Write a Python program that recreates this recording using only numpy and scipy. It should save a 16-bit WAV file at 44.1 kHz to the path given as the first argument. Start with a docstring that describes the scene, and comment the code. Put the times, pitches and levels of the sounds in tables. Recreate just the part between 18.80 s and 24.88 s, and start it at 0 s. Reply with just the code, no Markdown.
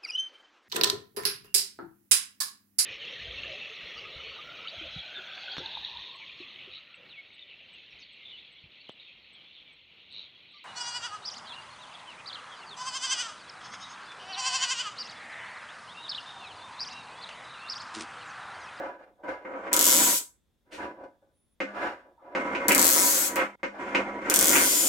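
"""In a small, bare room, two polished oval magnets are tossed three times onto a wooden table.
Bursts of noise make the clacks: the pair rebounds ever faster until they merge into a rising buzz.
Noise and tiny bumps fed through the resonances of the wood make the rolls, knocks and sliding hands.
Between throws, hands pick the pair up and pull it apart, with soft rubs and a faint squeak."""
import sys
import numpy as np
from scipy import signal
from scipy.fft import rfft, irfft
from scipy.io import wavfile

SR = 44100
rng = np.random.default_rng(int(sys.argv[2]) if len(sys.argv) > 2 else 0)


def unload_wav(signal):
    """Save mono or channel-first audio to the path in sys.argv[1] as 16-bit WAV at rate SR, clipped to [-1, 1]."""
    wavfile.write(
        sys.argv[1],
        SR,
        np.round(np.clip(np.atleast_2d(signal).T, -1, 1) * 32767).astype(np.int16),
    )


N = 268304
MS = 1e-3  # one millisecond, in seconds
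TAPS = 8192  # length of the long filters, in samples
HZ = np.fft.rfftfreq(TAPS, 1 / SR)
TIME = np.arange(N) / SR

# How the table top answers hard contact, without its sharp resonances.
# Each row: frequency in Hz, level in dB.
WOOD = [(15, -63.5), (25, -25), (60, -18.5), (139, -22), (286, -6.5), (438, -7.5), (529, -5), (879, -8.5),
        (978, -7.5), (1060, -9.5), (1390, -9.5), (2130, -7.5), (3930, -28.5), (7090, -33), (15000, -57.5)]
# How the table top answers soft skin. Each row: frequency in Hz, level in dB.
SKIN = [(24, -62.5), (40, -18.5), (169, -18.5), (313, -3), (466, -6), (541, 0.5), (866, -5.5), (980, -9.5),
        (1390, -16.5), (1570, -12), (1820, -18.5), (2450, -21.5), (3220, -32), (6780, -45.5),
        (15000, -64.5)]


def gain_of(db):
    """Turns decibels into a factor."""
    return 10 ** (np.asarray(db) / 20)


def evened(x):
    """Scales a sound to an average (rms) level of 1."""
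    return x / np.sqrt(np.mean(x ** 2) + 1e-20)


def read(points, hz):
    """Reads a table between its points, on a log-frequency axis."""
    f, value = np.transpose(points)
    return np.interp(np.log(hz + 1), np.log(f + 1), value)


def through(x, response):
    """Sends a sound through a response (convolution) and keeps at most the scene's length."""
    return signal.fftconvolve(np.atleast_2d(x), np.atleast_2d(response), axes=1)[:, :N]


def band(x, hz, kind, order=2):
    """Keeps only part of the frequencies (Butterworth filter)."""
    return signal.sosfilt(signal.butter(order, hz, kind, fs=SR, output="sos"), x)


def peaks(rows):
    """Adds up resonance humps in dB, each given as (Hz, width in Hz, dB)."""
    return sum(db / (1 + (2 * (HZ - hz) / width) ** 2) for hz, width, db in rows)


def ringing(db):
    """Makes a response of energy 1 that starts at once and has the given spectrum."""
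    log_gain = np.log(gain_of(np.maximum(db, -100)))
    mirrored = np.r_[log_gain, log_gain[-2:0:-1]]
    response = np.fft.ifft(np.exp(np.conj(signal.hilbert(mirrored)))).real
    return response / np.linalg.norm(response)


def colourless(ring):
    """Keeps only the delays of a response: it spreads a click in time without colouring it."""
    size = ring.shape[-1]
    angle = np.angle(np.fft.rfft(ring, 2 * size))
    spread = np.fft.irfft(np.exp(1j * angle))[..., :size]
    return spread / np.linalg.norm(spread, axis=-1, keepdims=True)


def impulses(times, sizes):
    """Places smooth, band-limited impulses at exact times between samples."""
    out, at = np.zeros(N), np.asarray(times)[:, None] * SR
    index = at.astype(int) + np.arange(-8, 9)
    pulses = np.asarray(sizes)[:, None] * np.sinc(index - at)
    np.add.at(out, np.clip(index, 0, N - 1), pulses)
    return out


def wander(size, step_s):
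    """Draws a slow random curve, with a new value every step and straight lines between."""
    at = np.arange(size) / SR / step_s
    return np.interp(at, np.arange(256), rng.standard_normal(256))


def add(mix, s, sound):
    """Mixes a sound in at time s."""
    at = round(s * SR)
    sound = sound[:, max(-at, 0):]
    part = mix[:, max(at, 0):][:, :sound.shape[1]]
    part += sound[:, :part.shape[1]]


def room(x, wet_db, echo_db, smear_ms, direct=1):
    """Adds a few slightly smeared reflections and a diffuse tail; the bass is much alike in both ears."""
    # Early reflections. Each row: delay in ms, left level in dB, right level in dB, before echo_db.
    echoes = [(1.2, -6, -12), (2.1, -9, -8), (5.3, -13, -7), (6.3, -2.5, -9), (8.8, -9, -14),
              (11.6, -5, -6), (16.6, -12, -12), (23, -13, -13)]
    # How fast the tail fades. Each row: frequency in Hz, time to fall by 60 dB in seconds.
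    fade_times = [(200, 0.25), (530, 0.17), (1400, 0.19), (3700, 0.21), (8000, 0.26), (16000, 0.19)]
    # How alike the tail is in both ears. Each row: frequency in Hz, likeness from -1 to 1.
    likeness = [(100, 0.87), (350, 0.99), (600, 0.85), (1000, -0.35), (2000, 0.16), (4000, 0.035),
                (16000, 0.69)]
    t = np.arange(SR // 2) / SR
    hz, frames, z = signal.stft(rng.standard_normal((2, len(t))), SR, nperseg=256)
    same = np.clip(read(likeness, hz), -1, 1)[:, None]
    z[1] = same * z[0] + np.sqrt(1 - same ** 2) * z[1]
    fade_db = -60 * frames / read(fade_times, hz)[:, None]
    tail = signal.istft(z * gain_of(fade_db), SR, nperseg=256)[1][:, :len(t)]
    tail *= 1 - np.exp(-t / 0.0044)  # the tail builds up over a few ms
    response = gain_of(wet_db) * tail / np.linalg.norm(tail[0])
    smear = np.exp(-t[:256] / (smear_ms * MS))
    for ms, *ears_db in echoes:
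        smeared = colourless(rng.standard_normal((2, len(smear))) * smear)
        echo = band(smeared, 850, "highpass", order=1)
        place = response[:, round(ms * MS * SR):][:, :len(smear)]
        place += gain_of(np.c_[ears_db] + echo_db) * echo
    response[:, :np.size(direct)] += direct
    return through(x, response / np.linalg.norm(response[0]))


def wood(contact, place, ring=1.0, chance_db=1.5):
    """Response of the table top; each place on it favours other resonances, and a hand damps them."""
    # Resonances of the board, before the ring factor and a small random change.
    # Each row: frequency in Hz, width in Hz, height in dB.
    board_modes = [(204, 7, 13), (272.5, 16, 6.6), (316, 83, 5.7), (370, 23, 3.1), (523.9, 16, 7),
                   (557, 24, 11.9), (984.6, 44, 14.1), (1157.4, 52, 5.5), (1285, 26, 8), (1498.4, 55, 11.8),
                   (1650, 80, 3.5), (2098.4, 45, 10.9), (2145, 66, 3), (2510, 70, 1.7)]
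    # Main resonances that depend on the place of contact. Each row: frequency in Hz, width in Hz.
    place_bands = [(550, 80), (985, 69), (1520, 110), (2130, 130)]
    modes = peaks((hz, width, db + chance_db * rng.standard_normal()) for hz, width, db in board_modes)
    favoured = peaks((hz, width, db) for (hz, width), db in zip(place_bands, place))
    return ringing(read(contact, HZ) + ring * modes + favoured)


def scatter(x, ring_ms=9, size=2048):
    """Bending waves cross the board and return from its edges, drawing a blow out into a dense ring."""
    fade = np.exp(-np.arange(size) / SR / (ring_ms * MS))
    return through(x, colourless(rng.standard_normal(size) * fade))


def friction(motions, contact, ring, bumps_per_s, grit, low_db, high_db):
    """Motion feeds tiny bumps and fine grit into the wood; level and ring shift from patch to patch."""
    split_hz, wide_hz, bass_hz = 1200, 800, 420
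    patch_s, bump_s, bump_db = .06, .02, 1.6
    bumps = (rng.random(N) < bumps_per_s / SR) * rng.uniform(.5, 1, N) * rng.choice([-1, 1], N)
    force = evened(bumps) + grit * rng.standard_normal(N)
    # the bass comes straight from the board; higher up the room adds its reflections
    straight = band(force, wide_hz, "lowpass", order=4)
    upper = band(force, wide_hz, "highpass", order=4)
    drive = straight + room(upper, wet_db=13.0, echo_db=-2.5, smear_ms=0.061)
    bass_filter = signal.butter(3, bass_hz, fs=SR, output="sos")
    out = np.zeros((2, N))
    for start, level, bright_db, bass_db, place in motions:
        # each motion crosses another stretch of the grain
        at, size = rng.integers(N - 2 * SR), len(level)
        stretch = drive[:, at:at + TAPS + size]
        here, there = (through(stretch, wood(contact, place, ring))[:, TAPS:TAPS + size] for _ in range(2))
        share = (1 + np.tanh(2 * wander(size, patch_s))) / 2
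        top = here + (there - here) * share
        low = evened(band(top, split_hz, "lowpass", order=4))
        high = evened(band(top, split_hz, "highpass", order=4))
        low = low + (gain_of(bass_db) - 1) * signal.sosfiltfilt(bass_filter, low)
        uneven = gain_of(bump_db * wander(size, bump_s))
        both = gain_of(low_db) * low + gain_of(high_db + bright_db) * high
        add(out, start, level * uneven * both)
    return out


def quiet(apart=0.98, level_db=-74):
    """Faint steady background of the room: shaped noise that differs partly between the ears."""
    # Shape of its spectrum. Each row: frequency in Hz, relative level in dB.
    hush = [(25, -22), (55, -8), (110, -15), (220, -16.5), (660, -29.5), (2100, -37), (3000, -39),
            (3520, -31), (4100, -40), (5000, -41), (16000, -45)]
    noise = apart * rng.standard_normal((2, N)) + rng.standard_normal(N)
    return gain_of(level_db) * evened(through(noise, ringing(read(hush, HZ))))


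def squeak(waver_hz=45, squeak_db=-4):
    """A faint thin squeak while the fingers strain at the pair: one gliding, wavering line."""
    # Path of the squeak, before the waver and the shared squeak_db.
    # Each row: time in seconds, frequency in Hz, level in dB.
    path = [(2.51, 9450, -95), (2.56, 9800, -77), (2.61, 9980, -73), (2.645, 9880, -75.5),
            (2.665, 10020, -80), (2.705, 10100, -80), (2.73, 9820, -72), (2.76, 9600, -92)]
    s, hz, db = np.transpose(path)
    t = np.arange(s[0], s[-1], 1 / SR)
    turns = np.cumsum(np.interp(t, s, hz) + waver_hz * wander(len(t), .004)) / SR
    level = gain_of(squeak_db + np.interp(t, s, db))
    out = np.zeros((1, N))
    add(out, s[0], (level * evened(np.sin(2 * np.pi * turns)))[None])
    return out


def drags(width_hz=170):
    """A fingertip drags: skin slips at a loosely held rate that climbs as the finger tightens."""
    # Soft rising rubs. 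Each row: start in seconds, length in seconds, first slip rate in Hz,
    # last slip rate in Hz, level in dB before the swell and the room.
    rubs = [(3.364, .07, 835, 1150, -57), (4.911, 0.097, 698, 839, -44)]
    out = np.zeros((1, N))
    for start, length, first_hz, last_hz, db in rubs:
        size = round(length * SR)
        slips = evened(band(rng.standard_normal(SR), width_hz, "lowpass")[-size:])
        turns = np.cumsum(np.linspace(first_hz, last_hz, size)) / SR
        tone = evened(slips * np.sin(2 * np.pi * turns))
        add(out, start, (gain_of(db) * np.hanning(size) * tone)[None])
    return room(out, wet_db=-5, echo_db=-3, smear_ms=1.0)


def touches(touch_db=-10):
    """Soft fingertips load the table gradually: a short scuff that swells and dies."""
    # Each row: start in seconds, peak level in dB before touch_db, treble in dB against the peak,
    # time to swell in ms.
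    fingers = [(0.432, -24, -44, 8), (0.478, -17.5, -33, 8), (1.907, -33, 1, 30.6), (2.233, -29, -25.5, 5)]
    scuff_colour = [(300, -13.0), (2000, 0.5), (4000, -10.5), (9000, -20.0), (15000, -40.0)]  # (Hz, dB)
    push, scuff = np.zeros(N), np.zeros(N)
    for s, db, treble_db, swell_ms in fingers:
        age = np.maximum(TIME - s, 0) / (swell_ms * MS)
        swell = (age * np.exp(1 - np.minimum(age, 60))) ** 2
        force = gain_of(db + touch_db) * swell * rng.standard_normal(N)
        push, scuff = push + force, scuff + gain_of(treble_db) * force
    board = through(push, wood(SKIN, place=(3, -3, 4, -2)))
    sound = board + through(scuff, ringing(read(scuff_colour, HZ)))
    return room(sound, wet_db=2, echo_db=2.0, smear_ms=0.93)


def stroke(start, length, db, bright_db, bass_db, *place):
    """A hand speeds up and slows down in one arch; table and room hold the sound a little longer."""
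    tail_s, arch, t60_s = .3, .55, 0.31  # extra time, how pointed the swell is, how long it rings on
    t = np.arange(0, length + tail_s, 1 / SR)
    speed = np.maximum(np.sin(np.pi * np.minimum(t / length, 1)), 0) ** arch
    keep = gain_of(-60 / (t60_s * SR)) ** 2
    energy = signal.lfilter([1 - keep], [1, -keep], speed ** 2)
    return start, gain_of(db) * np.sqrt(energy), bright_db, bass_db, place


def rubbing():
    """Hands stroke the table: skin slides over it in many fine slips."""
    # Each row: start in seconds, length in seconds, level in dB before the friction settings,
    # brightness in dB, bass in dB, then height in dB of each of the four place bands.
    hand_strokes = [(-0.06, 0.16, -34, -2, -2.5, 1.5, 0, 5.5, -4),
                    (0.181, 0.045, -44.5, -4.5, -8, 2, -12, -1, -2),
                    (0.252, 0.079, -59.5, -26, 2, 2.0, -1.0, -1.0, -4.0),
                    (0.374, 0.055, -51.5, -24, -26, -2, -6.0, 6, 1.0),
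                    (0.425, 0.055, -36, -6.5, -18, -1, 2.0, 5, 10),
                    (0.468, 0.05, -31, 2, -2.5, 2, 1.5, 3.5, 8),
                    (0.535, 0.18, -49, -12, -4, 2, -5.0, 2.5, -1.0),
                    (1.849, 0.1, -68, 6, 15, -2.0, -1.0, 5.0, 0.0),
                    (1.897, 0.084, -57.5, 5, -2, -2.0, -2.0, 5.0, 0.0),
                    (1.974, 0.073, -40.5, 8.5, 10.5, -2.0, 4.5, 2, -3.0),
                    (2.05, 0.061, -44, -12, 6.5, 1.0, 1.0, 3.0, -3.0),
                    (2.151, 0.11, -43.5, -11, 0.5, 3.5, -1.0, 3.0, -6),
                    (2.41, 0.049, -59.5, -15, 4.5, 5.0, -4.0, 9.0, -2.0),
                    (2.852, 0.17, -42.5, 3.5, -4, 0.5, -2, 3, -2),
                    (2.933, 0.18, -34.5, 5.5, 1.5, -0.5, -4.0, 1.0, -4.0),
                    (3.228, 0.071, -52.5, -13.5, -3.5, -1, -4.0, -1.0, -3.0),
                    (3.405, 0.2, -44.5, -10.5, -3.5, 0.0, -1, -1.0, -2.0),
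                    (4.899, 0.13, -47.5, 3.5, 1, -2.0, -1.5, -2, -3.0)]
    motions = [stroke(*row) for row in hand_strokes]
    return friction(motions, SKIN, ring=0.81, bumps_per_s=710, grit=0.79, low_db=-2.0, high_db=-5.5)


def knocks(knock_db=17.0, bounce_ms=12, bounce_db=-9, count=3):
    """A magnet hits the table, with a few small bounces and a tick of contact; soft bumps lack treble."""
    # Each row: start in seconds, peak level in dB before knock_db, treble in dB against the peak,
    # hardness as top frequency in Hz, then height in dB of each of the four place bands.
    hits = [(0.651, -22.5, -38, 1800, 3.5, -6.0, -1.0, 3), (0.708, -23, -41, 1200, 2.0, -4.0, 2.0, -1.0),
            (0.737, -23.5, -29, 1800, 4, 1.0, 1.0, -2.0), (0.866, -24.5, -27, 3000, -5.0, -2, 2.0, -3),
            (2.803, -13.5, -11.5, 7050, 2.0, -13.5, -3.0, 2.5),
            (3.55, -12, -20.5, 7000, -2, -0.5, -2, -1.0), (3.749, -16, -2.5, 9000, -3, -1, 6, -1),
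            (3.904, -14, 0.5, 9000, 2.0, -3, 2, 2), (3.907, -12, 5, 9000, 2, -3.0, 3.0, 4),
            (4.56, -12.5, -11, 9000, -2.0, -1.5, 3.0, 0.5), (4.59, -15, -8, 9000, -2.0, 4, 2.0, -1.0),
            (4.831, -13.5, -30.5, 6970, -1.5, -2.5, -2, -1),
            (5.148, -7.5, -3.5, 9000, -5.5, -1.0, 1.0, 1.0), (5.512, -11.5, -9, 9000, -3, -8, 3.0, -0.5),
            (5.754, -8.5, -2, 9000, -4.5, -6, 4, -1)]
    # Colour of the contact tick. Each row: frequency in Hz, relative level in dB.
    tick_colour = [(300, -27), (1500, -1), (2400, 12.5), (3600, -13), (7000, -27), (15000, -54)]
    out, tick = np.zeros((1, N)), ringing(read(tick_colour, HZ))
    for s, db, treble_db, top_hz, *place in hits:
        board = wood(WOOD, place)
        for k in range(count):
            contact = (k == 0) * gain_of(treble_db) * tick  # only the first blow ticks
            blow = band(board + contact, min(top_hz, SR / 3), "lowpass")
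            when = s + k * bounce_ms * MS * rng.uniform(0.56, 1.4)
            add(out, when, gain_of(db + knock_db + k * bounce_db) * blow[None])
    return room(scatter(out, ring_ms=4.2), wet_db=5.5, echo_db=-0.5, smear_ms=0.49)


def roll(start, length, rise_s, db, change_db, bright_db, bass_db, *place):
    """A roll gets going, gains or loses speed steadily, then dies away with the room."""
    tail_s, fade_db_per_s = .3, 208
    t = np.arange(0, length + tail_s, 1 / SR)
    slope_db = change_db * np.minimum(t / length, 1) - fade_db_per_s * np.maximum(t - length, 0)
    return start, np.minimum(t / rise_s, 1) * gain_of(db + slope_db), bright_db, bass_db, place


def rolling():
    """The oval magnets roll, slide or spin, wobbling over the grain of the wood."""
    # Each row: start in seconds, length in seconds, rise in seconds, level in dB before the friction
    # settings, change over the roll in dB, brightness in dB, bass in dB, then height in dB of each
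    # of the four place bands.
    rolls = [(0.644, 0.26, 0.0083, -42.5, 8, -7.5, -8, 0.5, -1.5, 1.0, -4.5),
             (0.911, 0.4, 0.014, -33, -1, 6, 2.5, -4.0, 4.5, 3.0, -2),
             (3.556, 0.35, 0.018, -30.5, -3.5, 1, 0.5, 0.5, 0, 2.5, 0),
             (3.884, 0.074, 0.0036, -29.5, -8.5, 14.5, 6.5, 3.0, -1, 2.5, 4.0),
             (3.948, 0.61, 0.015, -29, -10.5, 4.5, 3, 1.5, -0.5, 2.0, -2),
             (4.565, 0.055, 0.011, -32.5, 3, 6, -4.5, -1.5, -1, 1.5, 0.0),
             (4.976, 0.16, 0.028, -38.5, 2, 3, 3, -3, 1, 0.5, -3),
             (5.178, 0.22, 0.01, -30.5, -8.5, -1, 0.5, -3.5, -3.5, -3.0, 1.5),
             (5.401, 0.31, 0.066, -35.5, 3, 6, 6, 0.0, -5.5, 2.0, -0.5),
             (5.723, 0.093, 0.0075, -33.5, 1.5, 15.5, 7, -1.5, -5.5, 2.5, -3.5),
             (5.797, 0.26, 0.0075, -36.5, -1.5, -1, 6, -1.0, -1, 0.0, -5)]
    motions = [roll(*row) for row in rolls]
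    return friction(motions, WOOD, ring=0.98, bumps_per_s=600, grit=0.85, low_db=-1.35, high_db=-8.0)


def rebounds(start, rest_s, loss, wide_ms, wide_s, jitter_ms=.02, last_gap_ms=.62):
    """Times and flight times of one run: each rebound loses the same share of speed, so gaps shrink.

    The first ones fly wide, where the pull is weak, and take longer."""
    age, times, gaps = 0, [], []
    for chance in rng.standard_normal(1000):
        gap = loss * (rest_s - age) + wide_ms * MS * np.exp(-age / wide_s)
        if gap < last_gap_ms * MS or start + age > TIME[-1]:
            break
        times.append(start + age)
        gaps.append(gap)
        age += gap + jitter_ms * MS * chance
    return np.array(times), np.array(gaps)


def clatter(times, sizes, memory=.95, apart=1.15, even=.6, size=256):
    """Each clack is a hard-edged burst, gone in about a millisecond; they drift as the pair spins."""
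    peak_ms, rise_ms, hold_ms, ring_ms = .68, .15, .55, .5
    ms = np.arange(size) / SR / MS - peak_ms
    shape = np.exp(np.minimum(ms, 0) / rise_ms - np.maximum(ms - hold_ms, 0) / ring_ms)
    grain = rng.standard_normal((1000, 3, size))
    grain = signal.lfilter([1], [1, -memory], grain, axis=0)  # one clack is much like the last
    # the first noise is shared, the other two belong to one ear each
    spectra = rfft(np.sign(grain[:, :1] + apart * grain[:, 1:]) * shape)
    # partly flatten each burst's spectrum, so every clack sounds evenly noisy
    bursts = irfft(spectra / (abs(spectra) + 1e-9) ** even)
    bursts /= np.linalg.norm(bursts, axis=2, keepdims=True)
    out = np.zeros((2, N))
    for s, strength, burst in zip(times, sizes, bursts):
        add(out, s, strength * burst)
    return out


def magnets(clack_db=13, settle_ms=2.6, ring_gain_db=-1, left_db=(.5, 1.2, .8), uneven_db=.5):
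    """Hard faces meet: single clacks, then a buzz that weakens and gains a narrow ring as it tightens."""
    # Single clacks, while the pair still tumbles and flies wide, or is caught.
    # Each row: time in seconds, level in dB before clack_db.
    clacks = [(0.9298, -4), (0.9363, -8), (0.9646, -4), (0.9917, -2.5), (1.0107, -3), (1.0268, -5),
              (1.042, -4), (1.0543, -4), (1.0656, -2.5), (3.8824, -2), (3.9197, -6), (3.9481, -3),
              (3.9792, -4), (3.9936, -2), (4.015, -3), (4.0267, -4.5), (4.0437, -3.5), (4.0539, -3.5),
              (4.0673, -3), (4.0783, -4), (4.0898, -5), (4.1014, -6), (4.5574, -17), (5.4986, -5),
              (5.5399, -2.5), (5.5598, -2), (5.5895, -2), (5.6109, -4), (5.6266, -4.5), (5.6435, -6),
              (5.6557, -6), (5.6699, -5), (5.6817, -4), (5.6931, -5.5)]
    # The run of rebounds, one row a throw. Each row: start in seconds, time to rest in seconds, share
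    # of speed lost per rebound, extra flight time of the first wide rebounds in ms, its decay in seconds.
    throws = [(1.0767, .33735, .02053, 2.53, .0647), (4.1098, .404, .01202, 3.3, .141),
              (5.7043, .5316, .01258, 2.63, .069)]
    # How hard they meet, one row a throw. Each row: level at full speed in dB before a small random
    # change, flight time that gives half that speed in ms.
    forces = [(18, 20.7), (16.5, 17.4), (12, 10.5)]
    # Tone of a clack, which changes with where the pair lies, one table a throw.
    # Each row: frequency in Hz, level in dB.
    tones = [
        [(880, -42), (1500, -7), (1810, -24), (2120, -5), (2560, -4), (3590, -0.5), (4500, -4), (5280, -1.5),
         (6100, -1), (7000, 2), (8000, 3), (9000, -4.5), (9800, -0.5), (10900, -2), (11900, -1), (13800, -3.5),
         (15800, -9.5)],
        [(880, -43), (1500, 4), (1980, -5), (2660, -3.5), (2950, -8.5), (3500, -5.5), (5020, -4.5),
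         (5700, -3.5), (7800, 1), (9010, -3), (10900, -2), (11600, -2.5), (12400, -2.5), (15800, -8)],
        [(880, -57), (1500, 13), (1810, 0), (2080, 7.5), (2250, 0), (2490, 5), (2690, 3), (3410, 6), (4080, 1),
         (4730, 3), (6800, 7), (8320, 9), (10500, 6), (13500, 4.5), (14900, 4), (15800, -4)],
    ]
    # The pair's sharper resonances, one table a throw.
    # Each row: frequency in Hz, width in Hz, left height in dB, right height in dB.
    sharp_rings = [
        [(6800, 350, 3, 2), (7900, 550, 3, 0), (9800, 500, 3, 1), (11400, 500, 5, 0), (15350, 600, 2, 4)],
        [(6630, 400, 3.5, -0.5), (7720, 500, 3, -2), (8300, 300, 3, -1), (9000, 400, -2, 0),
         (11620, 450, 6, -1), (15500, 500, 2.5, 3)],
        [(6970, 500, 4.5, 0), (9000, 450, -4, 0), (9850, 600, 2.5, -1.5)],
    ]
    # The narrow ring that comes out as the pair settles, one row a throw.
    # Each row: frequency in Hz, width in Hz, gain in dB before ring_gain_db.
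    settling = [(7900, 500, -3), (7530, 600, -23.5), (7290, 250, 12.5)]
    out = np.zeros((2, N))
    s, db = np.transpose(clacks)
    every_throw = zip(throws, forces, tones, sharp_rings, settling, left_db)
    for throw, (full_db, half_ms), tone, rings, (ring_hz, width, ring_db), pan_db in every_throw:
        times, gap = rebounds(*throw)
        speed = gap / (gap + half_ms * MS)  # a longer flight lands harder, up to a limit
        sizes = speed * gain_of(full_db + uneven_db * rng.standard_normal(len(times)))
        mine = abs(s - times[0]) < 1  # the single clacks of this throw
        hits = clatter(np.r_[s[mine], times], np.r_[gain_of(db[mine] + clack_db), sizes])
        # mainly short flights feed the narrow ring
        settled = impulses(times, sizes / (1 + (gap / (settle_ms * MS)) ** 4))
        resonator = signal.iirpeak(ring_hz, ring_hz / width, SR)
        ring = gain_of(ring_db + ring_gain_db) * signal.lfilter(*resonator, settled)
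        ears = []
        for ear in range(2):
            humps = peaks((hz, wide, ear_db[ear]) for hz, wide, *ear_db in rings)
            ears.append(ringing(read(tone, HZ) + humps))
        pan = gain_of([[pan_db], [-pan_db]])
        out += through(band(hits + ring, 2200, "highpass"), ears) * pan
    # below 4700 Hz the magnets send little straight at the listener
    direct = band(signal.unit_impulse(64), 4700, "highpass")
    return room(out, wet_db=-3.6, echo_db=-3, smear_ms=.3, direct=direct)


def scene():
    """Mixes magnets, table and background; all but the background dip briefly in level, then recover."""
    dip_start_s, dip_length_s, dip_db = 4.76, 0.04, -47
    table = rolling() + rubbing() + knocks() + touches() + drags() + squeak()
    table = table * gain_of([[-.5], [.5]])  # slightly to the right
    level_db = np.interp(TIME - dip_start_s, [-.005, .005, dip_length_s], [0, dip_db, 0])
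    return (magnets() + table) * gain_of(level_db) + quiet()


def record(dry):
    """Stops peaks at full scale, then removes what lies above about 16 kHz."""
    low_pass = signal.firwin(511, 16150, window=("kaiser", 9), fs=SR)
    return signal.oaconvolve(np.clip(dry, -1, 1), low_pass[None], "same")


dry = scene()
out = record(dry)
unload_wav(out)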